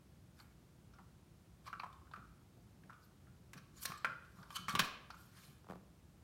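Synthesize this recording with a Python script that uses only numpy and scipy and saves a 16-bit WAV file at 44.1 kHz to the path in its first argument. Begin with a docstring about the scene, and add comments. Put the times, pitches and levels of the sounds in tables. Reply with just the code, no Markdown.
"""Claws tap and scratch on a hardwood floor as a puppy steps, skids and pounces in a quiet living room.
Each tap is a click of the claw and a knock of the board. Sliding claws catch on the grain, nail tips
ping off the varnish, soft pads shuffle, and the puppy's weight thumps the floor. The room rings on.
Near the end something close by creaks softly as it sticks and slips. A low rumble lies under it all."""
import sys
import numpy as np
from scipy import signal
from scipy.fft import rfft, irfft, next_fast_len
from scipy.io import wavfile
from scipy.ndimage import uniform_filter1d

SR = 44100
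rng = np.random.default_rng(int(sys.argv[2]) if len(sys.argv) > 2 else 0)


def master_out(mix):
    """Clip the mix to full scale and print it as 16-bit PCM to the path in sys.argv[1]."""
    frames = np.transpose(np.atleast_2d(mix))
    ceiling = np.clip(frames, -1, 1)
    pcm = np.round(ceiling * 32767).astype(np.int16)
    wavfile.write(sys.argv[1], SR, pcm)


N = 274958
T = np.arange(SR // 8) / SR  # seconds within one touch of the floor


def claw_taps(knock_db=-3.5, rattle_db=-9, chatter=0.1, knock_width_hz=560, click_width_hz=1000,
              knock_t60=0.093, click_t60=0.062, tick_t60=0.053, strike_s=0.001):
    """A claw taps with a tick and a click; the board knocks, its pitch unsteady as the claw chatters."""
    # claw taps and a couple of their quick echoes: t/s, level/dB, board f/Hz, click f/Hz,
    # hardness (0 = padded, 1 = bare claw), room level/dB, contact length/s, first blow/dB, board ring/dB
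    taps = [(0.3994, -56, 1415, 1950, 0.82, -7.5, 0.01, 0, -20.5),
            (0.936, -60, 1380, 3630, .6, -3, .009, -6, -32),
            (0.986, -52, 1296, 2300, .33, -11, 0.012, -3, -27),
            (1.665, -45.5, 1070, 3600, 0.39, -16, 0.0077, -5, -26),
            (1.676, -41.5, 1122, 2300, 0.35, -16, 0.012, -7, -20),
            (1.729, -34.5, 1295, 2210, 0.19, -12, 0.017, -10, -31),
            (1.7984, -37, 1270, 2000, 0.35, -9, 0.0064, -3, -25),
            (1.8336, -37, 1070, 2100, .22, -14, 0.01, -3, -21.5),
            (1.8425, -37.5, 1090, 1800, .05, -13, 0.0037, -5, -25),
            (1.863, -43, 1080, 2000, 0.022, -20, 0.0042, -1, -31),
            (1.928, -60.5, 1240, 3500, .89, -6, 0.0087, 1, -31),
            (2.069, -59, 1430, 2310, .14, -8, 0.015, -10, -26),
            (2.113, -52.5, 1005, 3700, .53, -3, .012, 1, -32),
            (2.137, -41.5, 1361, 2200, 0.33, -7, 0.013, 3, -24),
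            (2.162, -46, 1353, 2420, 0.35, -10.5, 0.0044, -3, -20),
            (2.836, -60.5, 1660, 2200, 0.65, -22, 0.0064, 0, -31),
            (2.8963, -44, 1453, 1800, 0.15, -9.5, 0.0056, -10, -21),
            (2.904, -43, 1243, 1800, 0.13, -9, 0.0027, -17, -23),
            (2.931, -60, 1160, 2950, 0.82, -13, 0.0079, -1, -19),
            (3.269, -61.5, 1430, 2000, .1, -8, 0.031, -10, -22),
            (3.533, -48.5, 1127, 2300, 0.99, -13, .002, -2, -16),
            (3.854, -36.5, 1750, 4140, 0.95, -8.5, 0.0019, 0, -25),
            (3.902, -43, 1186, 3180, .1, -13, 0.016, -12, -17),
            (3.919, -35.5, 1220, 1800, 0.52, -12, 0.0039, -10, -21.5),
            (4.046, -25, 1400, 2040, 0.55, -10, 0.012, 5.5, -21.5),
            (4.386, -59, 1230, 2500, .3, 2, 0.0071, -6, -26),
            (4.429, -51.5, 1385, 4480, 0.61, -5, .009, 0, -26),
            (4.505, -46.5, 1100, 3080, 0.77, -8, 0.0082, 3, -28),
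            (4.562, -38, 1285, 3090, .09, -7, 0.018, -10, -20),
            (4.683, -31.5, 1230, 1950, 0.75, -6.5, .005, 5.5, -30),
            (4.7522, -26.5, 1173, 3020, 0.78, -22, 0.01, 14.5, -19.5),
            (4.7928, -24, 1610, 3350, 0.93, -11.5, 0.0049, 3, -34),
            (4.7953, -28.5, 1100, 2400, 0.95, -7.5, 0.0047, -2, -19.5),
            (4.801, -27.5, 1730, 3950, 0.82, -11, 0.0027, 7, -32),
            (5.104, -43.5, 1407, 4400, 0.67, -9.5, .011, -3, -19)]
    # tone of the click: f/Hz, level/dB
    click_tone = [(100, 14.5), (400, 12.5), (900, 7.5), (2000, -1), (3000, -0.5), (4800, 2), (6000, 1.5),
                  (12000, -37)]
    # tone of the high tick: f/Hz, level/dB
    tick_tone = [(2000, -20), (5000, -1), (7000, -3.5), (11000, -7.5), (16000, -11.5)]
    out = np.zeros(N)
    strike = np.exp(-T / strike_s)  # the first blow is the hardest
    for start, db, knock_hz, click_hz, hardness, wet_db, length, strike_db, ring_db in taps:
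        click_db = np.interp(hardness, (0, 1), (-24.5, -2.5))
        tick_db = np.interp(hardness ** 2, (0, 1), (-34, -6))  # only a nearly bare claw ticks clearly
        attack_s = np.interp(hardness, (0, 1), (0.00069, 0.00051))  # a pad eases in more slowly
        contact = amp(strike_db) * strike + decay(T, knock_t60) / (1 + (T / length) ** 8)
        contact *= 1 - np.exp(-T / attack_s)
        pitch = knock_hz * (1 + chatter * wander(len(T), count=60))
        wood = lambda f: abs(resonance(f, knock_hz, knock_width_hz)) ** 2 + 0.075
        rattle = burst(lambda f: wood(f) / (1 + (f / 2600) ** 4), contact)
        knock = contact * glide(pitch) + amp(rattle_db) * rattle
        claw = lambda f: 0.074 + abs(resonance(f, click_hz, click_width_hz))
        click = burst(lambda f: amp(along(click_tone, f)) * board_gain(f) * claw(f), decay(T, click_t60))
        tick = burst(lambda f: amp(along(tick_tone, f)), decay(T, tick_t60) + strike ** 4)
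        tap = amp(knock_db) * knock + amp(click_db) * click + amp(tick_db) * tick
        add(out, start, in_room(amp(db) * tap, wet_db))
        add(out, start, amp(db + ring_db) * board_ring(knock_hz))
    return out


def board_ring(hz, ring_t60=0.63, width_hz=85, swell_s=0.012):
    """The struck board hums on in a narrow band around its own pitch."""
    t = np.arange(SR // 2) / SR
    envelope = (1 - np.exp(-t / swell_s)) * decay(t, ring_t60)
    return burst(lambda f: abs(resonance(f, hz, width_hz)) ** 2, envelope)


def board_gain(hz):
    """The boards boost the pitches at which they naturally ring."""
    # ringing pitches of the boards: f/Hz, width/Hz, level/dB
    modes = [(540, 99, 3), (1079, 13, 11), (1360, 88, -13), (1640, 260, 8), (2290, 230, 6), (2460, 51, 8),
             (3086, 200, 2.5), (3580, 86, 1), (4030, 160, -1), (4420, 320, -19), (5320, 310, -5),
             (5780, 40, 1), (7080, 44, -22)]
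    power = sum(abs(2 * amp(db) * resonance(hz, centre, width)) ** 2 for centre, width, db in modes)
    return np.sqrt(1 + power)


def nail_pings(ping_t60=0.034, width_hz=650):
    """The tip of a nail flicks off the varnish and rings briefly at its own bright pitch."""
    # nail flicks: t/s, level/dB, f/Hz
    flicks = [(0.402, -57, 4360), (0.938, -69, 5450), (1.796, -50.5, 4230), (1.799, -44, 2340),
              (2.136, -64, 4560), (4.046, -35.5, 2250), (4.794, -52, 4300)]
    out = np.zeros(N)
    for start, db, hz in flicks:
        ping = burst(lambda f: abs(resonance(f, hz, width_hz)) ** 3, decay(T, ping_t60))
        add(out, start, in_room(amp(db) * ping, wet_db=-18.5))
    return out


def claw_scrapes(rough_db=0.8, uneven_db=0.7, grain_db=5, rise_share=0.46,
                 scratch_width_hz=220, nail_hz=4370, nail_width_hz=120, nail_db=-3.5):
    """A sliding claw catches on the grain many times a second; each catch rings claw and boards."""
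    # slides: loudest t/s, level/dB, length/s, treble tilt/(dB per octave), scratch f/Hz, claw ring/dB
    slides = [(0.395, -66, 0.022, -1, 4830, 8), (0.403, -71, 0.08, 7, 4700, -11),
              (1.674, -57, 0.033, 2, 3600, -13), (3.041, -70, 0.029, 9, 4760, 7),
              (3.579, -56, 0.021, 1.5, 3150, -11), (3.778, -60.5, 0.043, 5, 6900, 5),
              (3.826, -57.5, 0.048, 6.5, 4320, -2), (3.833, -44, 0.019, 8, 5440, -14),
              (3.857, -35.5, 0.008, 5, 3500, -25), (3.98, -57, .009, 5, 7840, 6),
              (4.254, -66.5, 0.024, 0, 4500, -13), (4.391, -73, 0.19, 5.5, 4540, -10),
              (4.526, -61.5, .04, 6, 4480, 1), (4.564, -40, 0.022, 2.5, 3080, -2.5),
              (4.695, -40, .014, 1.5, 2580, 0), (4.706, -47.5, 0.024, 3, 3690, 8),
              (4.731, -56, 0.022, 5, 4700, -2), (4.792, -38, 0.0067, 1, 2800, 10),
              (4.826, -48, .009, 0, 1750, 9), (4.847, -48, .035, 1, 4300, 7),
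              (5.21, -68, 0.17, 6.5, 4500, -22), (5.379, -63.5, 0.074, 3, 1940, 0),
              (5.44, -64.5, 0.16, 5, 4540, -22)]
    # tone of the gritty rubbing: f/Hz, level/dB
    grit_tone = [(100, -10), (500, -18), (800, -2), (1200, 13.5), (2000, -2), (4500, 4), (8000, -1.5),
                 (13000, -4.5), (16000, -15.5)]
    out = np.zeros(N)
    t = np.arange(-SR // 4, SR // 4) / SR
    for middle, db, length, tilt, scratch_hz, ring_db in slides:
        rise, fall = length * rise_share, length * (1 - rise_share)  # speeding up, slowing down
        stroke = np.exp(-np.abs(t / np.where(t < 0, rise, fall)) ** 1.2)
        catches = amp(rough_db * wander(len(t), count=50) + uneven_db * wander(len(t), count=900))
        grains = catches * rng.standard_normal(len(t)) * amp(grain_db * rng.standard_normal(len(t)))
        nail = lambda f: amp(nail_db) * resonance(f, nail_hz, nail_width_hz)
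        claw = lambda f: 1 + 2 * amp(ring_db) * (resonance(f, scratch_hz, scratch_width_hz) + nail(f))
        grit = lambda f: amp(along(grit_tone, f) + tilt * np.log2((f + 500) / 4000))
        scratch = filtered(stroke * grains, lambda f: grit(f) * board_gain(f) * claw(f))
        scratch = unit(across_grain(scratch)) * rms(stroke)
        add(out, middle + t[0], in_room(amp(db) * scratch, wet_db=-8))
    return out


def across_grain(x, patchy_db=3.5):
    """The tone of a scratch shifts from moment to moment as the claw crosses the grain."""
    spectrum = signal.stft(x, nperseg=256)[2]
    patches = uniform_filter1d(rng.standard_normal(spectrum.shape), size=5, axis=0)  # smooth over pitch
    patches = uniform_filter1d(patches, size=7, axis=1)  # and over time
    return signal.istft(spectrum * amp(patchy_db * unit(patches)), nperseg=256)[1][:len(x)]


def pad_scuffs(width_hz=700, rough_db=3):
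    """A soft pad shuffles over the boards: a dull, woody rub."""
    # shuffles: loudest t/s, level/dB, length/s, f/Hz
    shuffles = [(0.405, -70, 0.027, 885), (0.995, -66, .025, 850), (1.842, -54, .014, 930),
                (2.902, -64.5, .018, 900), (4.38, -65.5, .035, 1170), (4.428, -63, 0.056, 1100),
                (4.512, -61.5, .025, 1100), (5.107, -55.5, .014, 850), (5.146, -60, .014, 1210)]
    out = np.zeros(N)
    t = T - T.mean()
    for middle, db, length, hz in shuffles:
        stroke = np.exp(-(2 * t / length) ** 2) * amp(rough_db * wander(len(t), count=100))
        rub = burst(lambda f: abs(resonance(f, hz, width_hz)) ** 3, stroke)
        add(out, middle + t[0], in_room(amp(db) * rub, wet_db=-9))
    return out


def paw_thumps(boom_t60=0.23, rise_s=0.0021, trim_db=-4):
    """Soft pads land under the puppy's weight and shake only the low notes out of the floor."""
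    # paws landing on the boards: t/s, level/dB
    thumps = [(0.987, -56), (2.168, -52), (2.567, -51), (2.843, -54), (3.271, -59.5), (3.547, -49),
              (3.89, -46), (4.049, -52.5), (4.385, -47), (4.589, -48.5), (4.681, -44.5), (4.738, -38.5),
              (4.752, -46), (4.791, -36), (5.481, -53.5)]
    # tone of the floor's boom: f/Hz, level/dB
    boom_tone = [(30, -34), (80, -9.5), (135, 6), (185, 7.5), (260, -12), (380, -10.5), (530, -20.5),
                 (750, -14), (1200, -45)]
    out = np.zeros(N)
    envelope = (1 - np.exp(-T / rise_s)) * decay(T, boom_t60)
    for start, db in thumps:
        boom = burst(lambda f: amp(along(boom_tone, f)), envelope)
        add(out, start, in_room(amp(db + trim_db) * boom, wet_db=-39))
    return out


def creak(snap_hz=1600, snap_s=0.00069, sag_s=0.00075, dull_hz=1750,
          push_hz=170, push_db=-3, push_t60=0.032, rub_db=-15, rub_s=0.0023, lead_s=0.0015):
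    """Something close sticks and slips: each slip is a dull falling snap, a low push and a little rub."""
    # slips: t/s, level/dB
    slips = [(5.646, -53), (5.670, -49), (5.689, -44), (5.701, -37), (5.711, -37), (5.7228, -38.5),
             (5.736, -44), (5.7582, -44), (5.767, -59), (5.774, -63)]
    snaps, grip = np.zeros(N), np.zeros(N)
    rub_shape = np.exp(-abs(T - T.mean()) / rub_s)
    for when, db in slips:
        pitch = push_hz + snap_hz * rng.uniform(0.84, 2.14) * np.exp(-T / sag_s)
        snap = T / snap_s * np.exp(1 - T / snap_s) * glide(pitch)
        push_shape = (1 - np.exp(-T * push_hz)) * decay(T, push_t60)
        push = 2 * amp(push_db) * push_shape * np.sin(2 * np.pi * push_hz * T)
        add(snaps, when - snap_s, amp(db) * (snap + push))
        add(grip, when - lead_s - T.mean(), amp(db + rub_db) * rub_shape)  # peaks just before the snap
    rub = grip * noise(lambda f: abs(resonance(f, 600, 1200)) ** 2 + 0.04, N)
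    dull_snaps = filtered(snaps, lambda f: 0.087 + 0.76 / (1 + (f / dull_hz) ** 12))
    return in_room(dull_snaps + rub, wet_db=-14.5, echo_db=-42)[:N]


def in_room(x, wet_db, echo_db=-11, echo_s=0.022, echo_hz=3000, gap_s=0.023, mode_t60=0.27):
    """The room adds a dull ceiling echo and, set by wet_db, a wash of echoes and a few ringing notes."""
    # how long the wash takes to fade by 60 dB: f/Hz, t/s
    fade_times = [(150, 0.47), (600, 0.7), (1200, 0.59), (2500, 0.66), (5000, 0.52), (9000, 0.3),
                  (15000, 0.28)]
    # tone of the wash: f/Hz, level/dB
    wash_tone = [(150, 8.5), (550, 0), (800, -3.5), (1200, -2), (1750, -4.5), (2400, -3), (4500, -4),
                 (9000, -3), (15000, -1)]
    # ringing notes of the room: f/Hz, level/dB
    modes = [(535, 10), (1056, 11), (1148, 14.5), (1172, 16), (1338, 12), (1408, 14), (1636, 13), (1822, 4),
             (2213, 13), (2400, 5), (2520, 7), (2740, 10), (4300, 7)]
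    # fresh noise each time, as the wash differs from spot to spot
    hz, t, spectrum = signal.stft(rng.standard_normal(SR * 3 // 4), SR, nperseg=256)
    fade = decay(t, along(fade_times, hz)[:, None]) * np.clip(t / gap_s - 0.5, 0, 1)
    wash = signal.istft(spectrum * fade, SR, nperseg=256)[1]
    wash = filtered(wash / np.linalg.norm(wash), lambda f: amp(along(wash_tone, f)))
    t = np.arange(len(wash)) / SR
    dying = decay(t, mode_t60)
    notes = sum(amp(db) * np.sin(2 * np.pi * (f * t + rng.random())) for f, db in modes)
    answer = amp(wet_db) * (wash + 2 * notes * dying / dying.sum())
    answer[0] += 1  # the direct sound
    smear = np.exp(-2 * np.pi * echo_hz * T)  # the echo loses its treble
    add(answer, echo_s, amp(echo_db) * smear / smear.sum())
    return signal.fftconvolve(x, answer)


def room_rumble(level_db=-63):
    """The steady low rumble and faint hiss of the quiet room."""
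    # tone of the background: f/Hz, level/dB
    rumble_tone = [(12, -60), (22, -39), (33, -26.5), (56, 0), (113, -0.5), (176, -2), (233, -8.5),
                   (268, -11.5), (355, -12), (408, -17.5), (1280, -25.5), (1430, -26), (1950, -29.5),
                   (9040, -35.5), (15800, -40)]
    return amp(level_db) * noise(lambda f: amp(along(rumble_tone, f)), N)


def amp(db):
    """Turn decibels into a gain."""
    return 10 ** (np.asarray(db) / 20)


def decay(t, t60):
    """A fade that falls by 60 dB every t60 seconds."""
    return amp(-60 * t / t60)


def rms(x):
    """The average strength of x (root mean square)."""
    return np.sqrt(np.mean(x ** 2) + 1e-20)


def unit(x):
    """Scale x to strength 1."""
    return x / rms(x)


def along(points, hz):
    """Read a curve of (f/Hz, value) points at hz, on a log frequency axis."""
    f, values = np.transpose(points)
    return np.interp(np.log(hz + 1), np.log(f), values)


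def resonance(hz, centre, width):
    """The response of something that rings at one pitch, with gain 1 there."""
    return 1j * hz * width / (centre ** 2 - hz ** 2 + 1j * hz * width)


def glide(pitch):
    """A sine tone that follows a changing pitch in Hz."""
    return np.sin(2 * np.pi * np.cumsum(pitch) / SR)


def filtered(x, response):
    """Scale each frequency f in x by response(f)."""
    size = next_fast_len(len(x) + 4096)
    return irfft(rfft(x, size) * response(np.fft.rfftfreq(size, 1 / SR)), size)[:len(x)]


def noise(response, size):
    """Filtered noise of strength 1."""
    return unit(filtered(rng.standard_normal(size), response))


def burst(response, envelope):
    """Filtered noise that follows a loudness curve and is as strong as that curve."""
    return unit(noise(response, len(envelope)) * envelope) * rms(envelope)


def wander(size, count):
    """A random curve of strength 1, smoothed over count samples."""
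    return unit(uniform_filter1d(rng.standard_normal(size), count))


def add(track, start_s, x):
    """Mix x into the track from start_s on."""
    i = max(0, round(start_s * SR))
    track[i:i + len(x)] += x[:max(0, len(track) - i)]


def scene():
    """The puppy and the creak over the room's rumble, in one channel."""
    puppy = claw_taps() + nail_pings() + claw_scrapes() + pad_scuffs() + paw_thumps()
    return (puppy + creak() + room_rumble())[None]


def record(dry, top_hz=15900):
    """Cut off all treble above top_hz."""
    return np.array([filtered(x, lambda hz: hz < top_hz) for x in dry])


dry = scene()
out = record(dry)
master_out(out)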